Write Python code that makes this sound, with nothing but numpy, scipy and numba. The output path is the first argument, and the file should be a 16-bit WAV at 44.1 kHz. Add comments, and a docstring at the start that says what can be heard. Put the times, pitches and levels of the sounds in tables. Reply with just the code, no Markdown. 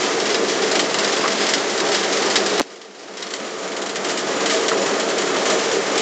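"""A blower roars and fertilizer granules hiss through a metal pipe, heard from a spreader in an orchard.
Underneath, the tractor engine drones, the fan hums, gusts boom in the duct and jolts knock the hopper.
Each turn of the feed shaft throws a batch of granules that rattles the pipe. Some batches are much
heavier, and hard lumps make the pipe clink. A leaf brushes and then slaps the microphone, so the
automatic volume control turns everything down, waits, then creeps back up."""
import sys
import numpy as np
from scipy import signal
from scipy.fft import rfft, irfft, next_fast_len
from scipy.io import wavfile
from scipy.ndimage import map_coordinates
from numba import njit

SR = 44100
rng = np.random.default_rng(int(sys.argv[2]) if len(sys.argv) > 2 else 0)


def persist_wave(psi):
    """Save psi, clipped to +-1, as 16-bit WAV."""
    counts = np.round(np.clip(psi, -1, 1) * 32767).astype(np.int16)
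    wavfile.write(sys.argv[1], SR, np.atleast_2d(counts).T)


N = 265041
TIME = np.arange(N) / SR

# where the microphone is held: t/s, side (0 = left of the hopper, 1 = right)
MIC_SIDE = [(0, 0.25), (3.05, 0.092), (3.55, 1), (6, 0.88)]
# tones in the engine's drone: multiple of the cycle rate, relative level/dB
ENGINE_TONES = [(6, -23.5), (7, -22), (9, -17.5), (12, -15.5), (13, -9.5), (16, -6.5), (17, -10), (18, -7),
                (19, -9.5), (20, -5), (21, -17.5), (25, -13.5), (30, -8.5)]
# how strong the fan's hum is: t/s, level/dB
HUM_LEVEL = [(0, -29.5), (0.4, -26.5), (0.75, -27), (1, -35), (2.4, -28.5), (3.6, -32), (4.2, -31),
             (4.55, -24.5), (4.76, -21.5), (5.02, -28.5), (5.28, -26.5), (5.42, -27.5), (5.56, -24),
             (5.68, -27), (5.77, -20), (5.86, -33.5), (6, -21.5)]
# the blower's roar from bass to treble: f/Hz, relative level/dB
ROAR_SPECTRUM = [(30, -31.5), (105, -31.5), (150, -18.5), (195, -4.5), (240, -8.5), (290, -1), (420, -4.5),
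                 (490, -1), (680, -2.5), (870, -7), (1300, -8.5), (2000, -13), (3000, -20.5), (7500, -27.5)]
# the roar swells a little, and dips as the microphone passes behind the hopper: t/s, level/dB
BLOWER_LEVEL = [(0, -22.5), (2.5, -22.5), (3.2, -24.5), (3.55, -23), (3.9, -24.5), (4.3, -22.5),
                (4.7, -21.5), (5.2, -22), (5.52, -20.5), (5.8, -23.5), (6, -22)]
# pitches at which the air duct rings: f/Hz, width/Hz, relative level/dB, change on the right/dB
DUCT_RINGS = [(205.6, 30.5, -17, -1), (545, 59, -23.5, 9.5), (647, 40, -17, 2), (769, 37, -15, -12),
              (1224, 41, -19, 1), (7005, 120, -23, 3.5)]
# gusts of air in the duct: t/s, level/dB, half length/s, f/Hz
DUCT_GUSTS = [(4.553, -23.5, .035, 653), (4.81, -22.5, 0.02, 535), (5.538, -24, 0.035, 630)]
# dull knocks of the hopper, the bin that holds the granules: t/s, level/dB
HOPPER_KNOCKS = [(1.239, -18.5), (1.256, -22), (4.716, -20)]
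# pitches at which the hopper's wall rings: f/Hz, width/Hz, relative level/dB
HOPPER_RINGS = [(1040, 90, -12), (1145, 61, -5), (1270, 70, -10), (1360, 86, -8), (1770, 260, -10.5)]
# leaf slaps: t/s, level/dB, contact time/s, crackle against the slap/dB, crackle fade time/s
LEAF_SLAPS = [(2.5968, 11, 0.00011, -1, 0.0018), (2.6025, 17, 0.00017, -45, 0.0018),
              (2.6056, 11, 0.00039, -20, 0.003), (2.6094, 18, 0.00028, -13, 0.00083),
              (2.6164, -4.5, 0.00037, 10, 0.003), (2.626, -4, 0.00052, -4, 0.0096)]
# pitches at which the metal pipe rings: f/Hz, width/Hz, relative level/dB, change on the right/dB
PIPE_RINGS = [(1176, 81, -8, 5.5), (1800, 84, -16.5, -3.5), (2053, 51, -10.5, -2.5), (2876, 36, -11.5, -7),
              (3090, 65, -6, 3), (3363, 89, -7, -1), (3820, 33, -3, -20), (4010, 60, -9, -7),
              (4360, 110, -2, -7.5), (4690, 150, -6, -11), (4980, 89, -1.5, -10), (5170, 120, -3.5, -9.5),
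              (5380, 140, -10, -7.5), (5690, 130, -5.5, -7), (5900, 100, -18.5, 8.5),
              (7100, 180, -12.5, 5.5), (7630, 480, 4, 3.5)]
# the ticks of granules from bass to treble: f/Hz, relative level/dB
TICK_SPECTRUM = [(400, -37), (900, -2), (1900, 5), (2450, 2), (3300, 2), (4400, 1), (5200, 0), (6400, 0),
                 (7000, -2.5), (7600, -6)]
# flow of granules through the pipe: t/s, level/dB
FLOW_LEVEL = [(0, -23), (0.2, -26), (0.33, -26.5), (0.44, -28.5), (0.52, -25), (0.9, -27.5), (1.09, -26),
              (1.3, -25.5), (1.55, -25), (1.66, -25.5), (1.78, -24.5), (1.84, -29), (1.95, -24.5),
              (2.5, -26), (3.25, -28), (3.45, -26.5), (3.8, -32), (4.56, -28), (4.8, -30), (5.2, -28),
              (5.7, -28), (6, -26.5)]
# hard lumps hitting the pipe: t/s, level/dB, f/Hz around which the pipe rings most
LUMP_HITS = [(0.3434, -13.5, 4350), (0.352, -18, 3850), (0.7535, -33, 3150), (0.796, -23, 3100),
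             (0.947, -21, 3850), (0.991, -24, 3500), (1.049, -27, 4000), (1.467, -21, 4300),
             (1.495, -24, 4900), (1.538, -22, 3900), (1.546, -19, 5000), (1.948, -30, 3400),
             (2.358, -17, 3850), (2.817, -21, 3150), (3.2255, -13, 3750), (3.339, -16, 1950),
             (3.821, -22, 3100), (4.176, -25, 3060), (4.46, -20, 3100), (4.5, -20, 3100),
             (4.685, -24, 3150)]
# loud rattles: t/s, level/dB, spread in time/s. They are heavy batches of granules, except at
# 2.577 s, where a leaf brushes the microphone just before it slaps
LOUD_RATTLES = [(0.2, -22.5, 0.0071), (0.3436, -16.5, 0.004), (0.713, -19, 0.0075), (0.753, -17, 0.0042),
                (0.792, -18, 0.011), (0.942, -18, 0.0046), (0.986, -20.5, 0.011), (1.044, -19.5, 0.0063),
                (1.12, -26.5, 0.013), (1.165, -21.5, 0.0094), (1.21, -25.5, 0.0068), (1.277, -20.5, 0.0053),
                (1.32, -25, 0.0052), (1.405, -25, 0.034), (1.465, -18.5, 0.0049), (1.488, -19.5, .009),
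                (1.536, -15.5, 0.0063), (1.776, -22.5, 0.0075), (1.801, -18, 0.0035), (1.917, -21, .016),
                (1.945, -18, 0.01), (2.22, -22, 0.011), (2.3, -21.5, 0.0059), (2.356, -13, 0.0077),
                (2.461, -22, 0.012), (2.577, -22.5, 0.007), (2.758, -22, 0.0041), (2.814, -21, .007),
                (3.169, -18.5, 0.0099), (3.204, -20, 0.0037), (3.224, -16.5, 0.0086),
                (3.267, -20.5, 0.0057), (3.305, -21.5, 0.011), (3.336, -15, 0.0066), (3.399, -21, 0.0029),
                (3.676, -24.5, 0.0036), (3.717, -28, 0.0065), (3.764, -23.5, 0.0075), (3.817, -22, 0.0057),
                (3.86, -23.5, 0.0062), (3.893, -22, 0.0066), (3.956, -20, 0.0069), (4.044, -21, 0.012),
                (4.093, -21, 0.013), (4.173, -22.5, 0.016), (4.363, -29, 0.0032), (4.458, -20, 0.012),
                (4.496, -21.5, 0.042), (4.681, -18.5, 0.0077), (4.858, -28.5, 0.018),
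                (4.997, -21.5, 0.0097), (5.086, -26.5, 0.011), (5.182, -25, 0.0065), (5.22, -22, .005),
                (5.454, -22.5, 0.027), (5.498, -20, 0.017), (5.713, -24, 0.019), (5.977, -21, 0.014)]
# the recorder dulls the sound above 7.5 kHz, with a faint band just above 8 kHz: f/Hz, level/dB
RECORDER_TREBLE = [(30, -1), (7400, 1.5), (7750, -4.5), (8000, -22.5), (8300, -7.5), (8600, -12.5),
                   (9000, -34.5)]

FEED_HZ, FIRST_TURN_S = 21.93, 0.025  # the feed shaft: turns a second, and when it first throws


def undb(db):
    """Turn decibels into a number to multiply by."""
    return 10 ** (np.asarray(db) / 20)


def unit(x):
    """Scale a signal to an average strength (rms) of 1."""
    return x / np.sqrt(np.mean(x ** 2))


def curve(points):
    """Join (time, value) points with straight lines, one value per sample."""
    return np.interp(TIME, *np.transpose(points))


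def colour(x, points):
    """Make some pitches louder and others softer, following (f/Hz, level/dB) points."""
    hz, db = np.transpose(points)
    size = next_fast_len(N + 8192)
    f = np.arange(size // 2 + 1) * SR / size
    gain = undb(np.interp(np.log(f + 1), np.log(hz), db))
    return irfft(rfft(x, size) * gain, size)[:N]


def resonate(x, hz, width):
    """Let a signal ring at one pitch; a smaller width rings longer."""
    return signal.lfilter(*signal.iirpeak(hz, hz / width, fs=SR), x)


def noise_band(hz, width):
    """Noise rung twice at the same pitch, so little else is left."""
    return resonate(resonate(rng.standard_normal(N), hz, width), hz, width)


def low_pass(x, hz):
    """Cut away the treble above hz."""
    return signal.sosfilt(signal.ellip(8, .2, 70, hz, fs=SR, output="sos"), x)


def wobble(rate):
    """A smooth random wiggle of strength 1 that changes about rate times a second."""
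    knots = rng.standard_normal(4096)
    return unit(map_coordinates(knots, [TIME * rate], order=3, mode="wrap"))


def grains(per_s, spread_db):
    """Many tiny, bright ticks of unequal size, at random moments."""
    hit = rng.random(N) < per_s / SR
    size = undb(spread_db * np.minimum(rng.exponential(size=N), 4)) * rng.choice([-1, 1], N)
    return unit(colour(hit * size, TICK_SPECTRUM))


def engine(cycle_hz=21.86, wander=0.0011, waver_db=2.0):
    """The engine repeats at a nearly steady speed. Gives its drone and a running count of cycles."""
    cycles = np.cumsum(cycle_hz * (1 + wander * wobble(2.93))) / SR
    drone = np.zeros(N)
    for multiple, db in ENGINE_TONES:
        strength = undb(db + waver_db * wobble(7.5))
        drone += strength * np.sin(2 * np.pi * (multiple * cycles + rng.random()))
    return np.sqrt(2) * drone, cycles


def fan(blade_hz=454.8, wander=0.007, waver_db=3.0, tone_db=-4.0, housing_db=3, right_db=-7):
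    """Gusty intake air shakes the tone of the blades; the housing booms, more so on the left."""
    phase = np.cumsum(blade_hz * (1 + wander * wobble(32))) / SR
    tone = unit(undb(waver_db * wobble(24)) * np.sin(2 * np.pi * phase))
    boom = unit(noise_band(hz=395, width=100))
    return undb(tone_db) * tone + undb(housing_db + right_db * curve(MIC_SIDE)) * boom


def blower(cycles, roar_db=-1.62, throb=0.061, flutter_db=1.5, gust_db=2.2):
    """Swirling air roars, throbs twice per engine cycle and rings the duct, differently on each side."""
    side = curve(MIC_SIDE)
    air = unit(colour(rng.standard_normal(N), ROAR_SPECTRUM))
    air *= undb(roar_db + flutter_db * np.tanh(wobble(14)))
    air *= 1 + throb * np.cos(4 * np.pi * cycles)
    for hz, width, db, right_db in DUCT_RINGS:
        ring = noise_band(hz, 1.43 * width) * undb(gust_db * wobble(15))
        air += undb(db + right_db * side) * unit(ring)
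    return air


def gusts(wander=0.01866):
    """Each gust makes the duct boom briefly at one unsteady pitch."""
    wobbly_time = np.cumsum(1 + wander * wobble(70)) / SR
    booms = np.zeros(N)
    for s, db, half_length, hz in DUCT_GUSTS:
        swell = np.exp(-((TIME - s) / half_length) ** 2)
        booms += undb(db) * swell * np.sin(2 * np.pi * hz * wobbly_time)
    return np.sqrt(2) * booms


def knocks(scrape_s=0.016):
    """A jolt of the trailer scrapes the hopper's thin wall, which rings briefly."""
    push = sum(undb(db) * np.exp(-np.maximum(TIME - s, 0) / scrape_s) * (TIME > s)
               for s, db in HOPPER_KNOCKS)
    scrape = push * rng.standard_normal(N)
    return sum(undb(db) * np.sqrt(SR / (np.pi * width)) * resonate(scrape, hz, width)
               for hz, width, db in HOPPER_RINGS)


def leaf(opening_hz=240, leak=0.046):
    """Each slap pushes and crackles; air in the microphone's opening swings and lets a small thud in."""
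    push, crackle = np.zeros(N), np.zeros(N)
    for s, db, contact, crackle_db, fade in LEAF_SLAPS:
        age = np.maximum(TIME - s, 0)
        push += undb(db) * age / contact * np.exp(1 - age / contact)
        crackle += undb(db + crackle_db) * np.exp(-age / fade) * (age > 0)
    swing = signal.sosfilt(signal.butter(4, opening_hz, "high", fs=SR, output="sos"), push)
    return swing + leak * push + crackle * grains(per_s=21000, spread_db=1.0) / 2


def pipe(ticks, scatter_db=3.5):
    """Ticks ring the nearer pipe; they land in different spots, so the mix of pitches keeps shifting."""
    side, ring = curve(MIC_SIDE), np.zeros(N)
    for hz, width, db, right_db in PIPE_RINGS:
        strength = undb(db + right_db * side + scatter_db * np.tanh(wobble(22)))
        ring += np.sqrt(1000 / width) * resonate(ticks * strength, hz, width)
    return ring


def stream(surge_db=3.9, ring_db=-15):
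    """Flowing granules hiss in the pipe, with a surge of random size on each turn of the shaft."""
    turns = FEED_HZ * (TIME - FIRST_TURN_S) + 1
    size = np.minimum(rng.exponential(size=256), 2)[turns.astype(int)]
    phase = turns % 1
    shape = np.minimum(phase / 0.1, 1) * np.exp(-phase / 0.98)  # quick rise, slow fall
    ticks = grains(per_s=9000, spread_db=1.7) * unit(undb(surge_db * size * shape))
    return ticks + undb(ring_db) * pipe(ticks)


def clinks(reach_octaves=0.3, scatter_db=3):
    """A hard lump rings the pipe cleanly; where it lands decides which pitches stand out."""
    out, age = np.zeros(N + SR), np.arange(int(SR / 10)) / SR
    hz, width, db, _ = np.transpose(PIPE_RINGS)
    fade = np.exp(-np.pi * np.outer(width, age))
    for s, level_db, centre_hz in LUMP_HITS:
        luck, phase = rng.uniform(-1.32, 1, (2, len(hz)))
        distance = np.log2(hz / centre_hz) / reach_octaves
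        share = undb(db + scatter_db * luck) / (1 + distance ** 2) ** 2
        rings = fade * np.sin(2 * np.pi * (np.outer(hz, age) + phase[:, None]))
        out[int(s * SR):][:len(age)] += undb(level_db) * (share / np.linalg.norm(share)) @ rings
    return out[:N]


def small_batches(base_db=-29, right_db=-3, scatter_db=5.5, scatter_s=0.011, spread_s=0.0073):
    """List a small batch per shaft turn, a bit early or late, unless a loud rattle falls close by."""
    turns = np.arange(int(N / SR * FEED_HZ))
    late, size = rng.uniform(-1.6, 1, (len(turns), 2)).T
    times = FIRST_TURN_S + turns / FEED_HZ + scatter_s * late
    levels = base_db + right_db * np.interp(times, TIME, curve(MIC_SIDE)) + scatter_db * size
    loud_times = np.array(LOUD_RATTLES)[:, 0]
    return [(s, db, spread_s) for s, db in zip(times, levels)
            if np.abs(loud_times - s).min() > .5 / FEED_HZ]


def batches(rows, ring_db=-4, rise_s=0.00048, lead_db=-4, lead_s=0.0016, clank_db=5.0, clank_s=0.0012):
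    """The first granules of a batch clank on the pipe, most follow at once and the rest trail off."""
    power, strike = np.zeros(N), np.zeros(N)
    for s, db, spread in rows:
        near = slice(max(int(s * SR), 0), int((s + .5) * SR))
        age = np.maximum(TIME[near] - s - rise_s, 0)
        rise = 1 - np.exp(-age / rise_s)
        lead = undb(lead_db) * np.exp(-age / lead_s)
        trail = np.exp(-age / (2.35 * spread))
        power[near] += (undb(db) * rise * np.hypot(lead, trail)) ** 2
        strike[near] += undb(db + clank_db) * np.exp(-age / clank_s) * (age > 0)
    spray = np.sqrt(power) * grains(per_s=9000, spread_db=1.6)
    clank = strike * unit(colour(rng.choice([-1., 1.], N), TICK_SPECTRUM))
    return spray + undb(ring_db) * pipe(spray + clank)


def scene(engine_db=-32):
    """Add up the machine, the fertilizer and the leaf, heard from the spreader in the open air."""
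    drone, cycles = engine()
    hum = undb(curve(HUM_LEVEL)) * fan()
    roar = undb(curve(BLOWER_LEVEL)) * blower(cycles)
    machine = undb(engine_db) * drone + hum + roar + gusts() + knocks()
    hiss = undb(curve(FLOW_LEVEL)) * stream()
    rattle = batches(LOUD_RATTLES + small_batches())  # also makes the leaf's brush
    return (machine + hiss + rattle + clinks() + leaf())[None]


@njit
def volume_control(x, ceiling, overload, lowest_gain, hold_s, climb_per_s):
    """After an overload, peaks are pulled down to the ceiling; the volume waits, then climbs back."""
    y, gain, wait = np.empty(len(x)), 1., 0.
    ahead = int(SR / 1000)  # spots the overload a millisecond early
    for i in range(len(x)):
        if abs(x[min(i + ahead, len(x) - 1)]) * gain > overload:
            wait = hold_s
        if wait > 0:
            if abs(x[i]) * gain > ceiling:
                gain, wait = max(ceiling / abs(x[i]), lowest_gain), hold_s
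            y[i] = min(max(x[i] * gain, -ceiling), ceiling)
            wait -= 1 / SR
        else:
            gain = min(1., gain + climb_per_s / SR)
            y[i] = x[i] * gain
    return y


def record(dry):
    """The recorder dulls the highest treble; the volume control's sudden grab splashes some in."""
    dulled = low_pass(colour(dry[0], RECORDER_TREBLE), hz=9022)
    held = volume_control(dulled, ceiling=0.72, overload=1.4, lowest_gain=0.096,
                          hold_s=0.38, climb_per_s=0.62)
    return low_pass(held, hz=16000)[None]


dry = scene()
out = record(dry)
persist_wave(out)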